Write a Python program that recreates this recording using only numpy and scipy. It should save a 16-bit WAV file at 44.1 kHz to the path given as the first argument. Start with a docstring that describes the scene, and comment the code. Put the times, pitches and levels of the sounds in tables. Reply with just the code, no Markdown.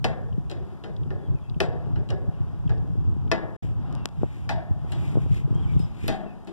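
"""A long steel lever is pumped on the cab jack of a parked truck. It clanks at once, then at the bottom
of each stroke, and the truck's frame rings; on the way it rattles in its socket. Wind buffets and pops
on the microphone throughout, over distant traffic, faint leaves and a few birds. After the third clank
the sound drops out for an instant. Two more clanks follow, heard from across the truck, and soft
brushing sounds swell and fade."""
import sys
import numpy as np
from scipy import signal
from scipy.fft import rfft, irfft, next_fast_len
from scipy.io import wavfile
from scipy.ndimage import uniform_filter1d, map_coordinates

SR = 44100
rng = np.random.default_rng(int(sys.argv[2]) if len(sys.argv) > 2 else 0)


def master_out(mix):
    """Clip the mix to full scale and print it as 16-bit PCM to the path in sys.argv[1]."""
    frames = np.transpose(np.atleast_2d(mix))
    ceiling = np.clip(frames, -1, 1)
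    pcm = np.round(ceiling * 32767).astype(np.int16)
    wavfile.write(sys.argv[1], SR, pcm)


N = 287532

# the short silence; after it the lever is heard from across the truck: start_s, end_s
DROPOUT = (3.5655, 3.6254)


def lever_clanks():
    """The lever hits its stop: steel bites on steel, rebounds once, and the jack's mount clunks."""
    # one row a stroke: start_s, level_db, weight_db, brightness_db, bar_db, bite_db, bite_hz,
    # clunk_db, clunk_hz, rebound_db, frame_db, panels_db
    strokes = [(0.043, -5.5, -3, -2.5, 0, -17, 2460, -16.5, 547, -24, -8.5, -21.5),
               (1.603, -6, 4, 0, -0.5, -20, 2570, -17, 430, -33, -8, -22),
               (3.315, -1, -3.5, -10, 1.5, -24, 4650, -16, 396, -23, -5.5, -21.5),
               (4.492, -7, -5, 0, -0.5, -23, 1830, -22, 620, -35, -5.5, -21.5),
               (6.080, -10.5, 8, 6.5, 0, -22.5, 3330, -18, 302, -35, -7.5, -20)]
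    out = np.zeros((2, N))
    for (start_s, level_db, weight_db, brightness_db, bar_db, bite_db, bite_hz,
         clunk_db, clunk_hz, rebound_db, frame_db, panels_db) in strokes:
        crack_db = -23 if start_s > DROPOUT[1] else -16  # softer from across the truck
        hit = steel_hit(crack_db, snap_db=5, bar_db=bar_db, crack_t60=0.05, snap_t60=0.014)
        bite = amp(bite_db) * burst(bite_hz, octaves=0.64, t60=0.023, rise_s=0.00021)
        rebound = amp(rebound_db) * burst(4170, octaves=0.64, t60=0.012, rise_s=0.00053)
        rebound = np.roll(rebound, round(0.0055 * SR))  # the second touch comes just after the first
        clunk = amp(clunk_db) * burst(clunk_hz, octaves=1, t60=0.067, rise_s=0.033)
        contact = hit + bite + rebound + clunk
        clank = truck_ring(contact, start_s, weight_db, brightness_db, frame_db, panels_db)
        add(out, start_s, amp(level_db) * clank)
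    return out


def lever_knocks():
    """As the load changes the lever shifts: its socket clinks and the link it strikes rings on."""
    # one row a knock: start_s, level_db, weight_db, brightness_db, clink_db, ping_db, ping_hz
    knocks = [(0.498, -29.5, 7.5, 14.5, 1, -44, 5460), (.513, -22, 11, 2, 5, -40, 4900),
              (0.838, -19.5, 8.5, -4.5, -5, -24, 3130), (1.105, -16.5, 12.5, -22.5, -5, -27, 1740),
              (1.957, -19, 7, -18.5, 9, -27.5, 3040), (2.089, -31, 13, 11, 4, -35, 3070),
              (2.102, -15, 8.5, -10.5, 8.5, -26, 2880), (2.694, -16.5, 5, -10, 2, -23.5, 1680),
              (4.92, -24.5, 6, 14.5, 0.5, -27, 1740), (5.793, -41, -25, 31.5, -25, -35, 5050),
              (6.472, -29, 19, 12.5, -14, -54, 3370)]
    # ringing tones of the socket that holds the lever: pitch_hz, level_db, decay_s
    socket_tones = [(2850, -32, 0.08), (3000, -44, 0.088), (3220, -34, 0.05), (4020, -32, 0.055),
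                    (4500, -48, .08), (5400, -42, 0.032), (7400, -42.5, 0.036)]
    out, t = np.zeros((2, N)), np.arange(SR) / SR
    for start_s, level_db, weight_db, brightness_db, clink_db, ping_db, ping_hz in knocks:
        hit = steel_hit(crack_db=-18, snap_db=-14.5, bar_db=-7, crack_t60=0.012, snap_t60=0.049)
        clink = amp(clink_db) * ringing(socket_tones, t, scatter_db=3, rough=0.43)
        close_tones = [(ping_hz * (1 + offset), ping_db, 0.085) for offset in (-0.0143, 0.0143)]
        ping = ringing(close_tones, t, scatter_db=4, rough=0.33)
        thunk = amp(-32) * burst(1350, octaves=0.56, t60=0.12, rise_s=0.0014)
        contact = hit + clink + ping + thunk
        knock = truck_ring(contact, start_s, weight_db, brightness_db, frame_db=-7, panels_db=-21.5)
        add(out, start_s, amp(level_db) * knock)
    return out


def steel_hit(crack_db, snap_db, bar_db, crack_t60, snap_t60):
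    """Steel meets steel: a bright snap at first touch, a crack, and the ping of the bar."""
    # tone colours of the snap and of the crack: pitch_hz, level_db
    snap_colour = [(500, -57), (2500, 28.5), (4000, 13), (5500, 12.5), (6800, 0), (13000, -7.5),
                   (15000, -29)]
    crack_colour = [(150, 8), (400, 15), (900, 6), (1300, 6), (1800, -21), (2500, 2), (3200, -20),
                    (4400, 4), (5700, -5.5), (6600, -23), (10000, -22), (15000, -50)]
    # ringing tones of the bar, damped by the hand: pitch_hz, level_db, decay_s
    bar_tones = [(1120, -34, 0.16), (1413, -29.5, 0.11), (1737, -21, 0.076), (1857, -33, 0.19),
                 (2003, -27, 0.17), (2110, -45, 0.074), (2546, -25, .1), (2680, -32, 0.094),
                 (3100, -38, 0.16), (3570, -41, 0.027), (3890, -29, 0.064), (4300, -33, 0.07),
                 (4720, -42.5, 0.16), (4820, -33.5, 0.11), (4880, -44, 0.14), (5700, -38, 0.11),
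                 (5940, -41, 0.08), (7500, -38, 0.032), (12300, -48, 0.023)]
    t = np.arange(SR) / SR
    snap = amp(snap_db) * fade(t, snap_t60) * noise(snap_colour, apart=0.14, size=SR)
    crack = fade(t, crack_t60) * noise(crack_colour, apart=1, size=SR)
    ping = amp(bar_db) * ringing(bar_tones, t, scatter_db=1, rough=0.45)
    return (amp(crack_db) * (snap + crack) + ping) * rise(t, 0.00025)


def truck_ring(contact, start_s, weight_db, brightness_db, frame_db, panels_db):
    """The contact sounds first; then the frame and panels take up the blow and ring."""
    # ringing tones of the truck's frame: pitch_hz, level_db, decay_s
    frame_tones = [(254, -39, 0.47), (332.5, -18, 0.26), (389.5, -28.5, 0.49), (432, -35, 1),
                   (498, -33.5, 0.64), (536, -39, 0.35), (583, -29, 0.19), (648, -22, 0.46),
                   (659, -35, 0.3), (720, -36.5, 0.33), (737, -27.5, 0.99), (790, -38, 0.5),
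                   (819, -21, 0.22), (872, -34.5, 0.66), (905, -25, 0.31), (1093, -39, 0.46),
                   (1340, -51, 0.18), (1580, -28, 0.22), (1690, -29, 0.65), (1790, -34.5, 0.86),
                   (1910, -29, 0.13)]
    # how much of a blow's weight and of its brightness goes to each pitch: pitch_hz, share
    weight_shares = [(130, 0.54), (230, 0.26), (380, 0.83), (560, 0.63), (660, 0.047)]
    brightness_shares = [(1800, 0.2), (3200, 0.74), (5500, 0.55), (8000, 1)]
    # change of tone when heard from across the truck: pitch_hz, gain_db
    far_colour = [(220, 4), (330, -1), (400, -5), (560, -8.5), (660, 5), (760, 3.5), (900, -1)]
    t = np.arange(SR) / SR
    peaks_db = 5.5 * np.tanh(0.8 * wobble(1300, size=SR) + 0.4 * wobble(300, size=SR))  # one per Hz
    frame = amp(frame_db) * ringing(frame_tones, t, scatter_db=1.3, rough=0.6)
    panels = amp(panels_db) * panel_ring(peaks_db, t)
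    ring = contact + (frame + panels) * rise(t, 0.003)
    is_far = start_s > DROPOUT[1]
    tone_db = lambda hz: (weight_db * along(weight_shares, hz)
                          + brightness_db * along(brightness_shares, hz)
                          + is_far * along(far_colour, hz))
    return filtered(ring, lambda hz: causal(amp(tone_db(hz))))


def panel_ring(peaks_db, t):
    """Loose panels chatter with many tones at once; some stand out, and the high ones die first."""
    # tone colour of the panels: pitch_hz, level_db
    panel_colour = [(110, -8), (200, 6), (280, -10.5), (350, 1.5), (460, -3.5), (650, -1), (950, -11.5),
                    (1300, -16.5), (1850, -12), (2150, -16.5), (2900, -20), (3700, -17.5), (4300, -22),
                    (4900, -21.5), (5900, -30.5), (6600, -31.5), (8000, -34), (12000, -50), (15000, -75)]
    # how long they ring: pitch_hz, decay_s
    panel_decays = [(200, 0.97), (700, 0.8), (1800, 0.54), (3500, 0.31), (5300, 0.26), (9000, 0.19),
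                    (13000, .08)]
    chatter = amp(1.5 * wobble(111.2, size=SR))
    wash = noise(panel_colour, apart=0.46, size=SR)
    peaky = unit(filtered(wash, lambda hz: amp(np.interp(hz, np.arange(SR), peaks_db))))
    bands_hz, times_s, bands = signal.stft(peaky, SR, nperseg=256)
    fading = bands * fade(times_s, along(panel_decays, bands_hz)[:, None])
    return chatter * signal.istft(fading, SR)[1][:, :len(t)]


def pin_clicks():
    """Loose pins in the linkage click without ringing the frame."""
    # one row a click: start_s, level_db, pitch_hz
    clicks = [(0.326, -47, 2800), (0.498, -37, 4000), (0.513, -37, 4500), (0.557, -59, 5000),
              (0.839, -37, 3140), (0.964, -42.5, 3730), (1.033, -48, 3030), (1.104, -43, 2600),
              (1.496, -42, 3670), (1.544, -46, 2600), (2.103, -35, 3070), (2.1027, -34, 4880),
              (2.676, -42, 2630), (2.693, -44, 3000), (2.779, -52, 3840), (3.277, -48, 2860),
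              (4.92, -47, 7400), (5.548, -54, 7050), (5.735, -47, 2800), (6.078, -33, 11400),
              (6.447, -57, 7000)]
    out = np.zeros((2, N))
    for start_s, level_db, pitch_hz in clicks:
        add(out, start_s, amp(level_db - 6.5) * burst(pitch_hz, octaves=0.53, t60=0.019, rise_s=0.00037))
    return out


def pivot_grit():
    """Rust and dirt crackle faintly in the pivot, in little clusters."""
    # tone colour of the crackle: pitch_hz, level_db
    grit_colour = [(400, -10), (1200, 7.5), (3000, -2.5), (5500, -9), (9000, -16.5), (14000, -28)]
    grains_per_s = 90 * amp(8 * wobble(6))
    grains = (rng.random(N) < grains_per_s / SR) * rng.uniform(-1.15, 1, N)
    t = np.arange(SR // 50) / SR
    scratch = rng.standard_normal(len(t)) * fade(t, 0.012)
    crackle = signal.fftconvolve(grains, scratch)[:N]
    return amp(-76) * unit(filtered(crackle, lambda hz: causal(amp(along(grit_colour, hz)))))


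def wind():
    """Gusts come and go over a breeze; the swirling air rumbles, flutters and thuds on the microphone."""
    # strength of the breeze: time_s, level_db
    breeze_levels = [(0, -25.5), (.85, -39), (1.45, -34.5), (1.7, -40), (2.5, -28.5), (3, -43), (3.5, -30),
                     (4.35, -34.5), (5.4, -31.5), (5.95, -30), (6.3, -52), (6.52, -46)]
    # gusts on top of it: middle_s, length_s, level_db
    gust_times = [(0.343, 0.33, -30.5), (0.595, 0.097, -26.5), (1.092, 0.18, -23.5), (1.318, 0.089, -21),
                  (1.724, 0.47, -26.5), (1.984, 0.096, -21.5), (2.193, 0.22, -24), (2.737, 0.16, -21.5),
                  (3.094, 0.53, -23.5), (3.762, 0.38, -26), (3.998, 0.13, -33), (4.217, 0.089, -23.5),
                  (4.522, 0.17, -28), (4.83, 0.17, -31.5), (5.072, 0.28, -21), (5.336, 0.25, -22.5),
                  (5.665, 0.38, -21), (6.07, 0.068, -19)]
    # tone colours of big swirls, fine swirls and single swirls of air: pitch_hz, level_db
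    rumble_colour = [(18, -25), (32, -26), (60, 1.5), (110, 5.5), (160, 0.5), (220, -21.5), (350, -31.5),
                     (600, -64), (1500, -100), (3000, -120)]
    flutter_colour = [(100, -17), (250, 4), (450, -9.5), (900, -75), (2000, -49), (4000, -120)]
    thud_colour = [(30, -44), (120, -1), (250, -12.5), (450, -19.5), (800, -63.5), (2500, -120)]
    t, edge_s = np.arange(N) / SR, 0.024  # how fast a gust sets in and lets go
    gusts = sum(amp(level_db) * (1 + np.tanh((length_s / 2 - np.abs(t - middle_s)) / edge_s)) / 2
                for middle_s, length_s, level_db in gust_times)
    strength = np.hypot(amp(curve(breeze_levels)), gusts) * amp(0.66 * wobble(5.3))
    rumble = amp(-2 + 2.66 * wobble(35)) * noise(rumble_colour, apart=0.25)
    flutter = amp(-24 + 3 * wobble(30)) * noise(flutter_colour, apart=0.78)
    swirls = (rng.random(N) < 22 / SR) * rng.standard_normal(N)  # about 22 a second
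    thuds = amp(-18.5) * unit(filtered(swirls, lambda hz: causal(amp(along(thud_colour, hz)))))
    return strength * (rumble + flutter + thuds)


def microphone_pops():
    """A puff of air or a tap pushes the thin skin inside the microphone, which swings back and settles."""
    # one row a pop: start_s, peak_db, treble_limit_hz, swing_hz
    pops = [(0.38, -14.5, 227, 149), (1.327, -19.5, 168, 130), (1.564, -18, 220, 147),
            (2.404, -12, 144, 101), (2.53, -23, 149, 109), (2.66, -13, 152, 118), (2.955, -25, 330, 129),
            (2.976, -14, 148, 113), (3.078, -11.5, 144, 105), (3.14, -33, 293, 142),
            (3.166, -17.5, 218, 125), (3.927, -34.5, 7000, 200), (3.952, -28.5, 6150, 200),
            (4.0568, -7, 6000, 205), (4.076, -47, 7000, 200), (4.089, -35, 6000, 201),
            (4.2328, -10.5, 610, 128), (4.2412, -23.5, 600, 120), (4.709, -11, 169, 95),
            (4.847, -28, 500, 110), (5.155, -19, 610, 120), (5.1708, -11.5, 447, 124),
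            (5.1802, -20.5, 550, 120), (5.262, -24.5, 447, 140), (5.312, -10.5, 149, 110),
            (5.508, -12, 188, 110), (5.527, -19, 300, 120), (5.764, -11.5, 222, 116), (5.80, -14, 234, 141)]
    out, push, damping = np.zeros((2, N)), signal.unit_impulse(SR // 10), 0.29
    for start_s, peak_db, treble_limit_hz, swing_hz in pops:
        swing = lambda ratio: -ratio ** 2 / (1 + 1j * damping * ratio - ratio ** 2)
        soften = lambda ratio: 1 / (1 + 1.5j * ratio - ratio ** 2) ** 2
        pop = filtered(push, lambda hz: swing(hz / swing_hz) * soften(hz / treble_limit_hz))
        add(out, start_s, amp(peak_db) * pop / np.abs(pop).max())
    return out


def traffic():
    """Tyres and engines some way off blend into a low rush that swells and sinks."""
    # loudness of the street: time_s, level_db
    street_levels = [(0, -45), (.7, -43.5), (2.5, -44.5), (3.65, -43), (3.98, -34.5), (4.15, -43.5),
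                     (4.4, -44.5), (4.8, -40.5), (5.1, -39.5), (5.4, -45.5), (5.7, -39.5), (6.52, -43.5)]
    # its tone colour: pitch_hz, level_db
    street_colour = [(25, 7), (60, 19), (200, 20), (420, 0), (800, 4.5), (1200, -1.5), (2000, -12),
                     (3200, -17.5), (5000, -25), (8000, -54), (14000, -104)]
    return amp(curve(street_levels) + 1.6 * wobble(5.9)) * noise(street_colour, apart=0.19)


def rustle():
    """Soft, grainy brushing, as of clothes and steps in grass, over the steady rustle of leaves."""
    # brushing sounds that swell and fade: peak_s, length_s, level_db
    brushes = [(3.643, 0.14, -57), (4.32, 0.3, -59.5), (5.074, 0.35, -52), (5.356, 0.13, -54),
               (5.738, 0.48, -59), (6.081, 0.19, -50.5)]
    # tone colour of brushing and leaves alike: pitch_hz, level_db
    rustle_colour = [(500, -62), (1300, -7), (2200, 7.5), (3600, -2), (5000, -11.5), (7500, -11),
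                     (10000, -20.5), (14000, -24)]
    t, leaves_db = np.arange(N) / SR, -80
    swells = sum(amp(level_db) * np.exp(-(2 * (t - peak_s) / length_s) ** 2)
                 for peak_s, length_s, level_db in brushes)
    graininess = amp(1.4 * wobble(150) + 1.8 * wobble(22))
    return np.hypot(swells, amp(leaves_db)) * graininess * noise(rustle_colour, apart=0.12)


def birds():
    """Thin gliding whistles with an unsteady pitch, blurred by echoes from trees and house fronts."""
    # one row a whistle: start_s, length_s, start_hz, end_hz, level_db
    whistles = [(1.179, 0.06, 3430, 3350, -71), (1.224, 0.073, 3450, 3220, -67),
                (1.34, 0.063, 2610, 2400, -65), (1.406, 0.068, 3470, 3150, -68),
                (1.411, 0.123, 2670, 2560, -69), (2.328, 0.053, 3000, 2500, -67),
                (2.375, .05, 3050, 2650, -71), (3.947, 0.15, 2920, 2600, -60),
                (5.535, 0.079, 3140, 3260, -56.5), (5.622, 0.034, 3500, 2900, -54.5),
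                (5.667, 0.07, 2260, 2260, -52), (5.789, 0.075, 5020, 5060, -60),
                (6.245, 0.099, 2750, 2400, -59.5)]
    out = np.zeros((2, N))
    for start_s, length_s, start_hz, end_hz, level_db in whistles:
        n = int(length_s * SR)
        waver = 1 + 0.017 * wobble(557, size=n) + 0.012 * wobble(41.4, size=n)
        pitch_hz = np.linspace(start_hz, end_hz, n) * waver
        loudness = amp(level_db + 3 * wobble(148, size=n)) * signal.windows.tukey(n, 0.5)
        add(out, start_s, loudness * np.sin(2 * np.pi * np.cumsum(pitch_hz) / SR))
    t = np.arange(SR // 3) / SR
    echo = rng.standard_normal((2, len(t))) * fade(t, 0.43)
    return out + amp(-8) * signal.fftconvolve(out, echo / np.linalg.norm(echo[0]), axes=1)[:, :N]


def ringing(tones, t, scatter_db, rough):
    """Fading tones of struck metal: each hit weights them anew, and loose joints shake their phase."""
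    hz, db, t60 = np.transpose(tones)[:, :, None]
    start_cycles = rng.random(hz.shape) + 0.078 * rng.standard_normal((2,) + hz.shape)  # left, right
    strength = amp(db + scatter_db * rng.standard_normal(hz.shape)) * fade(t, t60)
    knots = np.linspace(0, 1, 70)
    jolts = rng.standard_normal((len(hz), len(knots)))
    angle = 2 * np.pi * hz * t + rough * np.array([np.interp(t, knots, row) for row in jolts])
    start = 2 * np.pi * start_cycles[..., 0]
    return np.cos(start) @ (strength * np.sin(angle)) + np.sin(start) @ (strength * np.cos(angle))


def burst(pitch_hz, octaves, t60, rise_s):
    """A short burst of noise in one broad band around a pitch."""
    t = np.arange(SR // 4) / SR
    band = lambda hz: causal(1 / (1 + (np.log2((hz + 1) / pitch_hz) / octaves) ** 2) ** 2)
    ring = filtered(rng.standard_normal(len(t)) * fade(t, t60) * rise(t, rise_s), band)
    decay_samples = SR * t60 / np.log(1000)
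    return np.pad(ring / np.sqrt(np.sum(ring ** 2) / decay_samples), (0, SR - len(t)))


def noise(colour, apart, size=N):
    """Stereo noise with this tone colour; the larger apart is, the less alike left and right are."""
    white = rng.standard_normal(size) + apart * rng.standard_normal((2, size))
    return unit(filtered(white, lambda hz: amp(along(colour, hz))))


def filtered(x, response):
    """Scale and shift each frequency in x by response(hz)."""
    n = x.shape[-1]
    padded = next_fast_len(n + 8192, real=True)
    return irfft(rfft(x, padded) * response(np.fft.rfftfreq(padded, 1 / SR)), padded)[..., :n]


def causal(gain):
    """A filter with this gain that rings only after a hit, never before it (minimum phase)."""
    cepstrum = irfft(np.log(np.maximum(gain, 1e-6)))
    half = len(cepstrum) // 2
    return np.exp(rfft(np.r_[cepstrum[0], 2 * cepstrum[1:half], cepstrum[half], np.zeros(half - 1)]))


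def wobble(rate, size=N):
    """A smooth random curve through rate random points a second."""
    return map_coordinates(rng.standard_normal(int(size * rate / SR) + 4), [np.arange(size) * rate / SR])


def rise(t, rise_s):
    """A climb from 0 towards 1, about two thirds done after rise_s."""
    return 1 - np.exp(-t / rise_s)


def fade(t, t60):
    """A dying away that is 60 dB down after t60 seconds."""
    return np.exp(-np.log(1000) * t / t60)


def along(points, hz):
    """Read between (pitch_hz, value) rows, with octaves evenly spaced."""
    pitches_hz, values = np.transpose(points)
    return np.interp(np.log(hz + 1), np.log(pitches_hz + 1), values)


def curve(rows):
    """Turn (time_s, value) rows into one value per sample."""
    return np.interp(np.arange(N) / SR, *np.transpose(rows))


def amp(db):
    """Decibels to gain."""
    return 10 ** (np.asarray(db) / 20)


def unit(x):
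    """Scale x to an average strength (rms) of 1."""
    return x / np.sqrt(np.mean(x ** 2) + 1e-20)


def add(track, start_s, x):
    """Mix x into the track from start_s on."""
    start = max(round(start_s * SR), 0)
    track[:, start:start + x.shape[-1]] += x[..., :max(N - start, 0)]


def scene():
    """Everything that reaches the microphone's left and right openings."""
    jack = lever_clanks() + lever_knocks() + pin_clicks() + pivot_grit()
    return jack + wind() + microphone_pops() + traffic() + rustle() + birds()


def record(dry):
    """The right side is late, flipped and duller; hiss joins, all drops out once, and the top is cut."""
    # how much louder the left side is than the right: pitch_hz, gain_db
    left_excess = [(60, -2.5), (150, 2), (240, 6.5), (350, 7), (500, 3), (700, 3), (1150, 2.5), (1600, 1.5),
                   (3000, 2), (5000, 2), (10000, 12.5)]
    # how the body around the microphone shifts the wave on the right side: pitch_hz, phase_rad
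    body_shift = [(60, 0.44), (140, 0.49), (220, 1), (290, 0.2), (370, -0.5), (520, -0.13), (720, -0.3),
                  (1000, -0.09)]
    right_lag_s, top_hz = 0.000462, 14300
    lean = lambda hz: amp(along(left_excess, hz) / 2)
    right_phase = lambda hz: along(body_shift, hz) - 2 * np.pi * hz * right_lag_s
    heard = filtered(dry, lambda hz: np.array([lean(hz), -np.exp(1j * right_phase(hz)) / lean(hz)]))
    hiss = amp(-74.5) * noise([(1000, 3.9), (7000, 12.3), (14000, 5.0)], apart=4.7)
    t = np.arange(N) / SR
    sound_on = uniform_filter1d(1.0 * ((t < DROPOUT[0]) | (t > DROPOUT[1])), size=90)
    return filtered((heard + hiss) * sound_on, lambda hz: (1 - np.tanh((hz - top_hz) / 150)) / 2)


dry = scene()
out = record(dry)
master_out(out)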